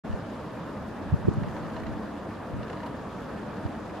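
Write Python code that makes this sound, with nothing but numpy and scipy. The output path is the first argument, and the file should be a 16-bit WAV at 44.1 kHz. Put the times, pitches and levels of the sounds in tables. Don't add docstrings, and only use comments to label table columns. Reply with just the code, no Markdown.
import sys
import numpy as np
from scipy import signal
from scipy.io import wavfile

SR = 44100
rng = np.random.default_rng(int(sys.argv[2]) if len(sys.argv) > 2 else 0)


def dump_mix(stems):
    frames = np.atleast_2d(stems).T
    limited = np.clip(frames, -1, 1)
    pcm = np.round(limited * 32767).astype(np.int16)
    wavfile.write(sys.argv[1], SR, pcm)


N = 176400

# frequency in Hz, width in dB.
STEREO_WIDTH = [(60, -17.5), (220, -13.5), (380, -7), (650, -11.5), (1250, -12), (2300, -7), (4300, -4),
                (8000, -1), (14600, -2.5)]


def from_db(db):
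    return 10 ** (np.asarray(db) / 20)


def rms_one(x):
    return x / np.sqrt(np.mean(x ** 2) + 1e-20)


def seconds():
    return np.arange(N) / SR


def at_hz(points, hz):
    frequencies, values = np.transpose(points)
    return np.interp(np.log(hz), np.log(frequencies), values)


def drift(rate):
    pole = np.exp(-80 * np.pi * rate / SR)
    white = rng.standard_normal(N // 40 + 2002)
    slow = signal.lfilter([1], [1, -2 * pole, pole * pole], white)[2000:]
    return np.interp(np.arange(N) / 40, np.arange(len(slow)), rms_one(slow))


def band_noise(low_hz, high_hz, order=2, channels=1):
    band = signal.butter(order, [low_hz, high_hz], "band", fs=SR, output="sos")
    return rms_one(signal.sosfilt(band, rng.standard_normal((channels, N))))


def noise(spectrum, width, flicker_db=0):
    edges = 20 * 2 ** np.arange(0, 10.1, .5)
    out, white = 0, rng.standard_normal((2, 2, N))
    for k, (low, high) in enumerate(zip(edges, edges[1:])):
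        band = signal.butter(3, [low, high], "band", fs=SR, output="sos")
        mid, side = signal.sosfilt(band, white[k % 2])
        hz = np.sqrt(low * high)
        stereo = mid + from_db(at_hz(width, hz)) * side * [[1], [-1]]
        flicker = flicker_db * drift(rate=16) if flicker_db else 0
        out = out + from_db(at_hz(spectrum, hz) + flicker) * stereo
    return rms_one(out)


def bursts(rows, rise_s):
    power = np.zeros(N)
    for s, db, fall_s in rows:
        near = np.arange(max(0, int((s - 10 * rise_s) * SR)), min(N, int((s + 10 * fall_s) * SR)))
        age = near / SR - s
        power[near] += (from_db(db) * np.exp(np.minimum(age / rise_s, -age / fall_s))) ** 2
    return np.sqrt(power)


def swell(s, half_s, db):
    return from_db(db) * np.exp(-.5 * ((seconds() - s) / half_s) ** 2)


def traffic_wash():
    # frequency in Hz, relative level in dB.
    spectrum = [(20, -23), (40, -15.5), (70, -4), (130, -4.5), (210, -0.5), (290, -3), (380, -8),
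                (600, -6.5), (800, -11), (1100, -12), (1600, -18.5), (2300, -29.5), (3200, -32),
                (5000, -39), (8000, -47.5), (12500, -50), (15000, -73)]
    # time in seconds, level in dB.
    loudness = [(0, -36.5), (.85, -37), (1.75, -36), (2.4, -37.5), (2.8, -37), (3.2, -36.5), (3.6, -36.5),
                (4, -36.5)]
    level_db = np.interp(seconds(), *np.transpose(loudness))
    return from_db(level_db) * noise(spectrum, STEREO_WIDTH, flicker_db=1.25)


def engine_drones():
    # pitch in Hz, band width in Hz, base level in dB, pitch wander in Hz.
    drones = [(214.3, 16, -46, 9), (302.6, 13.3, -50, 3.07), (649.5, 20.6, -55, 5.95), (947, 28, -60, 6.02)]
    # time in seconds, added level in dB.
    boosts = [(0, 0), (.9, -3.5), (1.8, 3.5), (2.4, -3.5), (2.85, 1), (3.4, -1.5), (4, 1)]
    boost_db = np.interp(seconds(), *np.transpose(boosts))
    out = 0
    for hz, width_hz, db, wander_hz in drones:
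        hum = band_noise(hz - width_hz / 2, hz + width_hz / 2)
        phase = 2 * np.pi * np.cumsum(wander_hz * drift(rate=2.506)) / SR
        wandering = np.real(signal.hilbert(hum) * np.exp(1j * phase))
        out = out + from_db(db + boost_db) * wandering
    return out


def rattle():
    # frequency in Hz, relative level in dB.
    hiss_spectrum = [(300, -15), (1000, -8), (1500, 21), (2300, -14), (3400, -17), (4700, -21), (7000, -22),
                     (14000, -35)]
    # pitch in Hz, band width in Hz, relative level in dB.
    rings = [(944, 58, 7), (1796, 160, 2.5), (2070, 63, -8), (2540, 400, -24), (2885, 160, -4.5),
             (4090, 140, -11), (4580, 180, -15), (6200, 310, -18.5)]
    # time in seconds, gain on the body's sound in dB, fade in seconds.
    clear_beats = [(.113, -52, .003), (.127, -52.5, 0.0073), (1.322, -56, .002), (1.435, -50, .006),
                   (1.466, -56, 0.0018), (1.485, -52, .003), (1.567, -48, .003), (1.576, -56, .002),
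                   (1.635, -59, .004), (1.701, -52, .004), (1.739, -54, 0.0037), (1.765, -48, 0.0087),
                   (1.801, -49.5, .005), (1.837, -48, .0025), (1.868, -47, .006), (2.033, -63, .005),
                   (2.631, -50, .008), (2.643, -58, .003), (2.682, -52, .003), (2.701, -47, 0.0037),
                   (2.7315, -46, .004), (2.772, -51.5, .004), (2.797, -55, .003), (2.805, -50.5, .004),
                   (2.834, -49.5, 0.0047), (2.864, -50, 0.01), (3.376, -53, .002), (3.57, -53, 0.0055),
                   (3.636, -59, .005), (3.666, -49, .003), (3.752, -53, .004)]
    # centre in seconds, half-length in seconds, gain in dB.
    rustles = [(1.7, 0.23, -71), (2.744, 0.12, -62.5), (3.41, 0.032, -61)]
    body = from_db(-1) * noise(hiss_spectrum, STEREO_WIDTH)
    for hz, width_hz, db in rings:
        mid, side = band_noise(hz - width_hz / 2, hz + width_hz / 2, order=1, channels=2)
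        body = body + from_db(db) * (mid + from_db(at_hz(STEREO_WIDTH, hz)) * side * [[1], [-1]])
    body = signal.sosfilt(signal.butter(2, [500, 6500], "band", fs=SR, output="sos"), body)
    beats_per_s, faint_db, spread_db, fall_s = 30, -61.5, 3, 0.0041
    faint_beats = [((k + 0.12 * late) / beats_per_s, faint_db + spread_db * min(force, 1), fall_s)
                   for k, (late, force) in enumerate(rng.standard_normal((150, 2)))]
    beats = bursts(faint_beats + list(clear_beats), rise_s=0.002)
    crackle_db = 4.5 * np.minimum(drift(rate=110), 2)
    crackle = sum(swell(*row) for row in rustles) * rms_one(from_db(crackle_db))
    return body * np.hypot(crackle, beats)


def wind():
    # time in seconds, strength in dB, pitch in Hz, half-length in cycles,
    # delay from right port to left in seconds, left minus right level in dB.
    swirls = [(0.103, -23, 101, 0.42, .005, 0), (0.141, -22.5, 79, 0.5, -0.006, 2),
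              (1.130, -15, 113, 0.51, -0.00035, -3), (1.1429, -11, 148, 0.46, -0.0028, 4),
              (1.254, -19, 164, 0.36, 0.0039, -2.5), (1.278, -17, 230, 0.43, .0015, -7),
              (1.286, -9, 387, 0.83, .0012, -4), (1.288, -11, 146, 0.36, .0018, 0),
              (1.317, -20.5, 259, .5, 0.0024, -3.5), (1.374, -21, 150, .45, 0.0043, -1),
              (1.385, -17, 140, 0.46, -0.0021, 2), (1.411, -21, 175, 0.38, 0.0077, 0),
              (1.427, -20, 138, 0.31, 0.005, -4), (1.477, -23, 200, .47, -0.0018, -1),
              (2.541, -26, 88, 0.42, -0.0012, -2), (2.591, -28.5, 160, 0.31, 0.0012, -1),
              (3.6586, -21, 114, 0.53, -.003, 0)]
    # centre in seconds, half-length in seconds, level in dB.
    gusts = [(0.114, 0.055, -44), (1.156, 0.076, -39), (1.4, 0.087, -35), (1.65, 0.033, -39.5),
             (1.88, 0.087, -38), (2.57, 0.035, -34.5)]
    # frequency in Hz, relative level in dB.
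    spectrum = [(20, -28), (55, -6.5), (110, 3.5), (200, -8.5), (350, -14), (600, -41), (1500, -70)]
    # frequency in Hz, stereo width in dB.
    width = [(60, 4), (200, 3)]
    top_hz, wake_db, wake_fall_s = 506, -18.5, 0.016
    bumps, ports = np.zeros((2, N)), np.array([[.5], [-.5]])
    for s, db, hz, half_cycles, delay_s, pan_db in swirls:
        cycles = (seconds() - s - ports * delay_s) * hz
        envelope = np.exp(-.5 * (cycles / half_cycles) ** 2)
        bumps += from_db(db + ports * pan_db) * np.sin(2 * np.pi * cycles) * envelope
    bumps = signal.sosfiltfilt(signal.butter(4, top_hz, fs=SR, output="sos"), bumps + 1e-18)
    wakes = bursts([(s, db + wake_db, wake_fall_s) for s, db, *_ in swirls], rise_s=0.01)
    gusting = sum(swell(*row) for row in gusts)
    return bumps + np.hypot(wakes, gusting) * noise(spectrum, width)


def ticks():
    # time in seconds, level in dB, fade in seconds, lowest and highest frequency in Hz.
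    close_ticks = [(1.338, -58, .005, 7500, 9500), (1.799, -58.5, .006, 5800, 8500),
                   (2.862, -54, .002, 6000, 12500), (2.869, -61, .007, 6000, 14000)]
    return sum(bursts([(s, db, fall_s)], rise_s=.0008) * band_noise(low_hz, high_hz, channels=2)
               for s, db, fall_s, low_hz, high_hz in close_ticks)


def tyre_swell():
    return swell(s=2.85, half_s=0.04, db=-45) * band_noise(low_hz=903, high_hz=988)


def scene():
    road = traffic_wash() + engine_drones() + tyre_swell()
    return road + rattle() + wind() + ticks()


def record(dry):
    start_s, fade_s, soften_hz, cutoff_hz = 0.036, 0.015, 13200, 14600
    fade_in = np.clip((seconds() - start_s) / fade_s, 0, 1)
    dulled = signal.sosfilt(signal.butter(4, soften_hz, fs=SR, output="sos"), dry * fade_in)
    return signal.sosfilt(signal.ellip(10, .1, 80, cutoff_hz, fs=SR, output="sos"), dulled)


dry = scene()
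out = record(dry)
dump_mix(out)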